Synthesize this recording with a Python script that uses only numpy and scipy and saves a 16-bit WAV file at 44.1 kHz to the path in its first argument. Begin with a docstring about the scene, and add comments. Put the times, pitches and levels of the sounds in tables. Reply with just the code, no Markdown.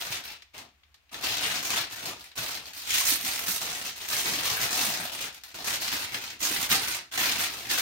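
"""Aluminium foil is folded and pressed by two hands round food on a board in a small kitchen, with short
pauses. Swarms of creases buckle and ring the sheet's dense modes (decaying noise bands); folds give way in
short avalanches. Presses thud softly (pitched noise bursts); lone creases and sharp fold snaps tick (noise) and
taut facets ping (decaying sines). Low rumble, quiet room noise and short reverberation lie beneath. Close
stereo microphone with two differently coloured ports."""
import sys
import numpy as np
from scipy import signal
from scipy.fft import rfft, irfft, next_fast_len
from scipy.io import wavfile
from scipy.ndimage import uniform_filter1d

SR = 44100
rng = np.random.default_rng(int(sys.argv[2]) if len(sys.argv) > 2 else 0)


def master_out(mix):
    """Clip the mix to full scale and print it as 16-bit PCM to the path in sys.argv[1]."""
    frames = np.transpose(np.atleast_2d(mix))
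    ceiling = np.clip(frames, -1, 1)
    pcm = np.round(ceiling * 32767).astype(np.int16)
    wavfile.write(sys.argv[1], SR, pcm)


N = 344421

# strokes of the hands (grip, fold or pat): [start t/s, swell/s, hold/s, relative crinkle level at crest/dB,
# relative treble of sharp creases/dB, relative body of flexing sheet/dB]
HAND_STROKES = [(-0.03, 0.036, 0.14, -36.5, -5.5, -12.5), (0.089, 0.029, 0.035, -33.5, -5.5, -14),
                (0.232, 0.0062, 0.08, -41.0, -7.5, -16), (0.532, 0.013, 0.035, -46, -11, -4),
                (0.554, 0.022, 0.021, -44.5, -8.0, -8), (1.11, 0.02, 0.11, -41.0, -9, -6),
                (1.209, 0.03, 0.12, -29, -7, -14), (1.359, 0.01, 0.012, -33.0, -6, -17),
                (1.378, 0.055, 0.15, -29.0, -5.5, -12.0), (1.605, 0.045, 0.049, -32.0, -3.5, -11.5),
                (1.689, 0.015, 0.074, -29.5, -7.5, -11.5), (1.735, 0.035, 0.038, -31.5, -5, -14),
                (1.887, 0.029, 0.091, -38.5, -7, -11.5), (1.98, 0.077, 0.048, -36.5, -5, -5),
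                (2.148, 0.048, 0.062, -47.5, -5.5, -14.0), (2.349, 0.03, 0.18, -32.5, -4, -13),
                (2.581, 0.094, 0.008, -44.0, -6, -12), (2.718, 0.054, 0.098, -40.5, -3.0, -17.5),
                (2.844, 0.1, 0.0518, -25.5, -2.5, -22), (2.996, 0.088, 0.05, -27.0, 2, -20.5),
                (3.148, 0.12, 0.17, -31.5, -0.5, -15), (3.438, 0.046, 0.076, -31.0, 0.5, -18),
                (3.597, 0.016, 0.26, -34.0, -4.0, -10.5), (3.83, 0.025, 0.035, -37.5, -3, -16),
                (3.949, 0.013, 0.03, -43.0, -1, -12), (3.995, 0.012, 0.06, -39.0, -5, -12),
                (4.067, 0.054, 0.09, -29.5, 0.5, -13.5), (4.221, 0.043, 0.14, -29.0, -4, -10.0),
                (4.414, 0.036, 0.15, -29.5, -3.0, -12), (4.593, 0.022, 0.039, -28.5, 0.5, -12.5),
                (4.69, 0.029, 0.068, -29.5, -1, -9.5), (4.739, 0.073, 0.087, -28.0, -2.0, -11.5),
                (4.871, 0.075, 0.127, -33.5, -4.5, -10.5), (5.109, 0.012, 0.027, -38.0, -2.5, -9),
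                (5.159, 0.05, 0.047, -34.5, -5, -11), (5.29, 0.055, 0.031, -49.0, -5, -14.5),
                (5.435, 0.0055, 0.081, -48.5, -8, -16.5), (5.529, 0.015, 0.14, -40.0, -7, -6.5),
                (5.629, 0.04, 0.08, -30.5, -3, -11.5), (5.788, 0.03, 0.13, -33.0, -3, -14.5),
                (5.895, 0.035, 0.12, -32.5, -5.5, -12.5), (6.078, 0.069, 0.022, -35.5, -8, -6),
                (6.201, 0.014, 0.1, -37.5, -8, -16), (6.389, 0.041, 0.14, -29.0, -1.5, -13),
                (6.575, 0.035, 0.032, -31.0, -2, -11.5), (6.684, 0.026, 0.0372, -23.5, -2.5, -12.5),
                (6.752, 0.084, 0.12, -31, -3.5, -14.5), (7.108, 0.015, 0.093, -37.5, -7, -15),
                (7.125, 0.065, 0.15, -25.5, -6, -13.0), (7.339, 0.061, 0.043, -28.0, -3.5, -15.5),
                (7.458, 0.069, 0.206, -38.5, -5, -8), (7.681, 0.026, 0.03, -26.5, -5, -12.0),
                (7.748, 0.035, 0.021, -26.5, -3.5, -15.5)]
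# where the foil is worked: [t/s, relative left-right balance/dB]
WORK_PLACE = [(0.0, 1), (1.3, 2), (1.8, 1.5), (3.1, 0.5), (4.15, 0.7), (5.3, 1.5), (6.65, -0.7),
              (7.81, 0.8)]
# heavy presses of the palm: [t/s, relative level/dB, panel f/Hz]
PALM_PRESSES = [(0.102, -35, 109), (1.304, -36, 102.8), (1.744, -35, 277.5), (2.055, -40, 124.9),
                (2.387, -32, 133), (3.118, -28, 257), (3.235, -32, 218.5), (3.479, -31, 213),
                (4.253, -31, 283), (4.32, -29, 300), (4.515, -33, 112), (4.619, -28, 120.9),
                (4.782, -35, 336.4), (4.873, -30, 177.7), (4.994, -30.5, 212.8), (5.932, -31, 260),
                (6.33, -44, 279.7), (6.42, -38, 258), (6.507, -27.5, 285.4), (6.588, -33, 130.7),
                (6.71, -24, 181.1), (7.203, -31, 271.5), (7.385, -34, 182.4)]
# dry ticks, from lone creases springing back and a few sharp fold snaps: [t/s, relative level/dB, relative
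# treble/dB]
DRY_TICKS = [(0.4213, -37.5, -22), (0.834, -49, -32), (0.943, -44, -18), (1.094, -48, -27),
             (1.1434, -28, -28), (2.2588, -43, -19), (2.3151, -38.5, -24), (2.734, -32.5, -13),
             (2.951, -18, -20), (3.122, -23, -7), (3.892, -29, -18), (4.087, -23, -6), (5.345, -35, -7),
             (5.436, -31.5, -10), (5.881, -20.5, -16), (6.144, -20.5, -18), (6.169, -28, -24),
             (6.716, -12.5, -19)]
# radiation of the foil: [f/Hz, relative level/dB]
FOIL_RADIATION = [(30, -30), (60, -3), (125, -6.5), (190, -6.5), (280, -4), (450, -5.5), (750, -4),
                  (1200, -3), (2500, -1), (4200, -0.5), (7000, -7), (10000, -12), (16000, -18.5)]
# resonances of the hollow parcel: [f/Hz, width/Hz, lift/dB]
PARCEL_MODES = [(121, 38, 3), (283.4, 29, 3.5), (721, 88, 4.5), (980, 94, 1.5), (2560, 160, 1.5)]
# background spectrum of the room: [f/Hz, relative level/dB]
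ROOM_NOISE = [(25, -19), (70, 16), (145, -17), (850, -13), (2500, -7), (7000, -21), (10000, -27),
              (16000, -29.5)]
# kitchen reverberation: [f/Hz, t60/s]
KITCHEN_T60 = [(150, 0.31), (1000, 0.22), (3200, 0.25), (6400, 0.21), (12000, 0.14)]
# colour of the left port: [f/Hz, level/dB]
LEFT_COLOUR = [(250, -2.37), (1000, -0.43), (3000, 0.38), (5000, -1.5), (6500, 0), (7600, 0.5), (8500, -6),
               (11500, -3.5), (13700, -0.5), (15500, -4)]
# colour of the right port: [f/Hz, level/dB]
RIGHT_COLOUR = [(250, -2.5), (1000, -2.96), (3000, -3.5), (4700, -2.5), (6500, 1), (7200, -1), (7750, -7),
                (8250, 3), (8700, 4.5), (10300, -2.5), (11800, 8.5), (13000, 3.5), (14700, 9.5),
                (15600, 8.5)]

# fading stroke: sharp creases stop first, flexing last (dB per dB of fading), over this range
DULLING_DB_PER_DB, FLEX_LINGER_DB_PER_DB, FADE_RANGE_DB = 0.59, 0.28, 18
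# faint settling under resting hands, on the scale of the crinkle levels
REST_DB = -76
# past its crest a stroke sags as the foil yields; after the hold it also lets go
SAG_DB_PER_S, RELEASE_DB_PER_S = 20, 199.5
CUTOFF_HZ = 15800


def from_db(db):
    """Decibels to gain."""
    return 10 ** (np.asarray(db) / 20)


def rms_one(x):
    """Scale to rms 1."""
    return x / np.sqrt(np.mean(x ** 2) + 1e-20)


def in_time(rows):
    """Interpolate columns of a curve (first column t/s), sample by sample."""
    t_s, *columns = np.transpose(rows)
    return [np.interp(np.arange(N) / SR, t_s, column) for column in columns]


def at_hz(points, hz):
    """Read a table on a log-frequency axis."""
    f_hz, value = np.transpose(points)
    return np.interp(np.log(hz + 1e-3), np.log(f_hz), value)


def shaped(x, gain_at):
    """Filter by a smooth gain over frequency."""
    size = next_fast_len(x.shape[-1] + 2048, True)
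    hz = np.arange(size // 2 + 1) * SR / size
    return irfft(rfft(x, size) * gain_at(hz), size)[..., :x.shape[-1]]


def coloured(x, spectrum):
    """Filter by an (f/Hz, level/dB) table."""
    return shaped(x, lambda hz: from_db(at_hz(spectrum, hz)))


def passed(x, hz, kind, order=2):
    """Butterworth filter."""
    sos = signal.butter(order, np.clip(hz, 10, .45 * SR), kind, fs=SR, output="sos")
    return signal.sosfilt(sos, x + 1e-18)


def dying(t_s, t60_s):
    """Exponential decay, 60 dB down after t60."""
    return np.exp(-np.log(1000) * t_s / max(t60_s, 1e-3))


def drift(knots_per_s):
    """Slow random wander with a spread near 1."""
    knots = rng.standard_normal(4096)
    return np.interp(np.arange(N) / SR * knots_per_s, np.arange(len(knots)), knots)


def ambience():
    """Quiet room background: steady coloured noise."""
    return from_db(-65) * rms_one(coloured(rng.standard_normal((2, N)), ROOM_NOISE))


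def stirred_air():
    """Low-frequency air noise, independent at each port."""
    return from_db(-76.0) * rms_one(passed(rng.standard_normal((2, N)), [25, 110], "band"))


def handling():
    """Power-sum the strokes, sample by sample: relative crinkle/dB, treble/dB, body/dB."""
    t_s = np.arange(0, N, 44) / SR
    start_s, swell_s, hold_s, crest_db, treble_db, body_db = np.transpose(HAND_STROKES)[:, :, None]
    grip = np.clip((t_s - start_s) / np.maximum(swell_s, 1e-3), 0, 1)
    past_crest_s = t_s - start_s - swell_s
    sag_db = SAG_DB_PER_S * np.maximum(past_crest_s, 0)
    release_db = RELEASE_DB_PER_S * np.maximum(past_crest_s - hold_s, 0)
    faded_db = sag_db + release_db
    power = (grip * from_db(crest_db - faded_db)) ** 2 + 1e-30
    # the strongest stroke dominates the tone
    share, slack_db = power / power.sum(0), np.minimum(faded_db, FADE_RANGE_DB)
    hand_db = 10 * np.log10(power.sum(0) + from_db(REST_DB) ** 2)
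    sharp_db = (share * (treble_db - DULLING_DB_PER_DB * slack_db)).sum(0)
    flex_db = (share * (body_db + FLEX_LINGER_DB_PER_DB * slack_db)).sum(0)
    return in_time(np.column_stack([t_s, hand_db, sharp_db, flex_db]))


def jostle(level_db=-24.5, follow_db_per_db=0.7):
    """Moving hands keep board and counter rumbling faintly: low noise follows the crinkle level."""
    effort = from_db(follow_db_per_db * (handling()[0] + 35.5) - 36)
    return from_db(level_db) * effort * rms_one(passed(rng.standard_normal(N), [38, 95], "band"))


def creases(level_db=8.0, bright_db=6.5, body_db=10.0, base_per_s=900, size_db=4.0, clump_db=3.0):
    """Creases buckle in clumps, many small, few large, more under a harder hand: (sample, dB, treble dB, body dB)."""
    hand_db, sharp_db, flex_db = handling()
    rate_per_s = base_per_s * from_db(.3 * (hand_db + 35) + clump_db * drift(90))
    born = rng.random(N) < rate_per_s / SR
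    size = born * from_db(size_db * np.minimum(rng.exponential(1, N), 4))
    # the work of the hand is shared among the creases of the moment
    power = uniform_filter1d(uniform_filter1d(size ** 2, size=1100), size=1100)
    at = np.flatnonzero(born)
    crease_db = level_db + hand_db[at] + 10 * np.log10(size[at] ** 2 / power[at])
    return np.column_stack([at, crease_db, sharp_db[at] + bright_db, flex_db[at] + body_db])


def rung(energy, t60_s):
    """Energy put into the sheet leaks away exponentially."""
    keep = dying(2 / SR, t60_s)  # 2: energy is amplitude squared, so its exponential decay rate is twice that of amplitude
    return signal.lfilter([1 - keep], [1, -keep], energy + 1e-18)


def sheet(buckles, crack_t60_s=0.002, ring_t60_s=0.063, ring_share=0.85, low_lasting=0.04,
          uneven_db=3.0, shifting_db=1.5):
    """Creases strike the foil's crowded modes, each in its own colour: a crack and a ring, longer in the lows."""
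    at, crease_db, treble_db, body_db = buckles.T
    at = np.clip(at, 0, N - 1).astype(int)
    out, white = np.zeros((2, N)), rng.standard_normal((2, 2, N))
    share = np.clip(ring_share, 0, 1)
    edges_hz = np.geomspace(90, 17000, 15)
    for k, (low_hz, high_hz) in enumerate(zip(edges_hz, edges_hz[1:])):
        hz = np.sqrt(low_hz * high_hz)
        body, treble = 1 / (1 + (hz / 1000) ** 3), 1 / (1 + (7000 / hz) ** 4)
        # the colour differs from crease to crease and shifts as the sheet changes shape
        colour_db = uneven_db * rng.standard_normal(len(at)) + shifting_db * drift(16)[at]
        strike = from_db(crease_db + treble * treble_db + body * body_db + colour_db)
        energy, lasting = np.bincount(at, strike ** 2, N), (4000 / hz) ** low_lasting
        crack = (1 - share) * rung(energy, crack_t60_s * lasting)
        ring = share * rung(energy, ring_t60_s * lasting)
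        out += np.sqrt(crack + ring) * passed(white[k % 2], [low_hz, high_hz], "band")
    return coloured(out, FOIL_RADIATION)


def parcel(x):
    """Wrapped food and trapped air lift a few narrow bands."""
    for hz, width_hz, lift_db in PARCEL_MODES:
        b, a = signal.iirpeak(hz, hz / max(width_hz, 5), fs=SR)
        x = x + (from_db(lift_db) - 1) * signal.lfilter(b, a, x)
    return x


def nudges(level_db=-3.0, panel_hz=285, spread_octaves=0.15):
    """Halfway up its swell every stroke leans lightly on a panel: (t/s, relative level/dB, f/Hz)."""
    start_s, swell_s, _, hand_db, _, flex_db = np.transpose(HAND_STROKES)
    hz = panel_hz * 2 ** (spread_octaves * rng.standard_normal(len(start_s)))
    return np.column_stack([start_s + swell_s / 2, level_db + hand_db + flex_db, hz])


def presses(level_db=-7.5, rise_s=0.0023, t60_s=0.19, width=0.27):
    """A soft palm flexes a panel against the board: a dull, loosely pitched thud of band noise."""
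    out, t_s = np.zeros(N + SR), np.arange(SR // 3) / SR
    push = (1 - np.exp(-t_s / rise_s)) * dying(t_s, t60_s)
    for start_s, press_db, hz in np.vstack([PALM_PRESSES, nudges()]):
        band_hz = [hz / (1 + width), hz * (1 + width)]
        # first half discarded: filter settling
        panel = passed(rng.standard_normal(2 * len(t_s)), band_hz, "band")[len(t_s):]
        thud = push * panel * np.linalg.norm(push) / np.linalg.norm(push * panel)
        at = max(round(start_s * SR), 0)
        out[at:at + len(t_s)] += from_db(press_db + level_db) * thud
    return out[:N]


def folds(level_db=30.5, bright_db=8.5, lead_s=0.003, t60_s=0.06, swell=0.06, count=60):
    """Just before each stroke's crest a fold gives way: a swelling, then dying avalanche; rows as in creases()."""
    body_db, size_db = 10, 2.5
    rows = []
    for start_s, swell_s, _, hand_db, sharp_db, flex_db in HAND_STROKES:
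        t_s = t60_s * (np.arange(count) + rng.random(count)) / count
        course = dying(t_s, t60_s) * (1 - np.exp(-t_s / (swell * t60_s)))
        size = course * from_db(size_db * rng.standard_normal(count))
        crease_db = level_db + hand_db + 20 * np.log10(size / np.linalg.norm(size))
        at = (start_s + swell_s - lead_s + t_s) * SR
        rows.append(np.column_stack([at, crease_db, np.full(count, sharp_db + bright_db),
                                     np.full(count, flex_db + body_db)]))
    return np.vstack(rows)


def pings(level_db=-3.5, per_s=30, cycles=110, size_db=2.5):
    """At random a taut facet pops through and rings as a decaying sine at its own pitch."""
    hand_db = handling()[0]
    out, t_s = np.zeros((2, N + SR)), np.arange(4096) / SR
    for at in np.flatnonzero(rng.random(N) < per_s / SR):
        hz = 2600 * 2 ** np.clip(.6 * rng.standard_normal(), -2, 1)
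        phase = rng.uniform(0, 2 * np.pi, (2, 1))
        size = from_db(level_db + hand_db[at] + size_db * rng.standard_normal())
        ring = np.sin(2 * np.pi * hz * t_s + phase) * dying(t_s, min(cycles / hz, .08))
        out[:, at:at + len(t_s)] += size * ring
    return out[:, :N]


def ticks(level_db=-4.5, bright_db=12.5, t60_s=0.049, low_hz=1100):
    """A lone crease springs back or a fold snaps sharply: one dry tick of decaying noise with an instant
    attack."""
    out, t_s = np.zeros((2, N + SR)), np.arange(4096) / SR
    for start_s, tick_db, sharp_db in DRY_TICKS:
        modes = coloured(rng.standard_normal((2, len(t_s))), FOIL_RADIATION)
        modes = passed(modes, low_hz, "high")
        modes = coloured(modes, [(4000, 0), (9000, sharp_db + bright_db)])
        at = round(start_s * SR)
        out[:, at:at + len(t_s)] += from_db(tick_db + level_db) * rms_one(modes) * dying(t_s, t60_s)
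    return out[:, :N]


def kitchen(x, wet_db, onset_s=0.0011, wander_per_s=22, count=10):
    """Diffuse reflections off counter and walls, t60 by band; the pattern shifts as hands and foil move."""
    t_s = np.arange(SR // 2) / SR
    edges_hz = np.geomspace(60, 18000, 11)
    tails = 0
    for low_hz, high_hz in zip(edges_hz, edges_hz[1:]):
        noise = passed(rng.standard_normal((count, 2, len(t_s))), [low_hz, high_hz], "band")
        tails = tails + noise * dying(t_s, at_hz(KITCHEN_T60, np.sqrt(low_hz * high_hz)))
    tails = rms_one(tails * (1 - np.exp(-(t_s / onset_s) ** 2))) / np.sqrt(len(t_s))
    # random crossfade between tails at constant power
    shares = np.array([drift(wander_per_s) for _ in tails])
    shares = shares / np.linalg.norm(shares, axis=0)
    wet = sum(signal.oaconvolve(x * share, tail, axes=1)[:, :N] for share, tail in zip(shares, tails))
    return from_db(wet_db) * wet


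def port_pair(x, apart_hz=800):
    """Long waves reach both ports alike, short ones differ: the side signal loses its lows."""
    mid, side = (x[0] + x[1]) / 2, (x[0] - x[1]) / 2
    side = shaped(side, lambda hz: hz ** 1.5 / np.sqrt(hz ** 3 + apart_hz ** 3))
    return np.array([mid + side, mid - side])


def scene():
    """Foil and board in the kitchen, over its quiet background."""
    pan_db = 0.96 * (in_time(WORK_PLACE)[0] - 1.0)
    crinkle = parcel(sheet(np.vstack([creases(), folds()])))
    foil = (crinkle + pings()) * from_db(np.array([pan_db, -pan_db]) / 2)
    lone = ticks()
    room = kitchen(foil + from_db(0.5) * lone, wet_db=-5.0)
    mix = from_db(-1.0) * (foil + room) + lone + presses() + jostle() + ambience()
    return port_pair(mix) + stirred_air()


def record(dry):
    """Each port adds its own resonances; the top is cut steeply."""
    heard = np.array([coloured(dry[0], LEFT_COLOUR), coloured(dry[1], RIGHT_COLOUR)])
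    return shaped(heard, lambda hz: 1 / np.sqrt(1 + (hz / CUTOFF_HZ) ** 400))


dry = scene()
out = record(dry)
master_out(out)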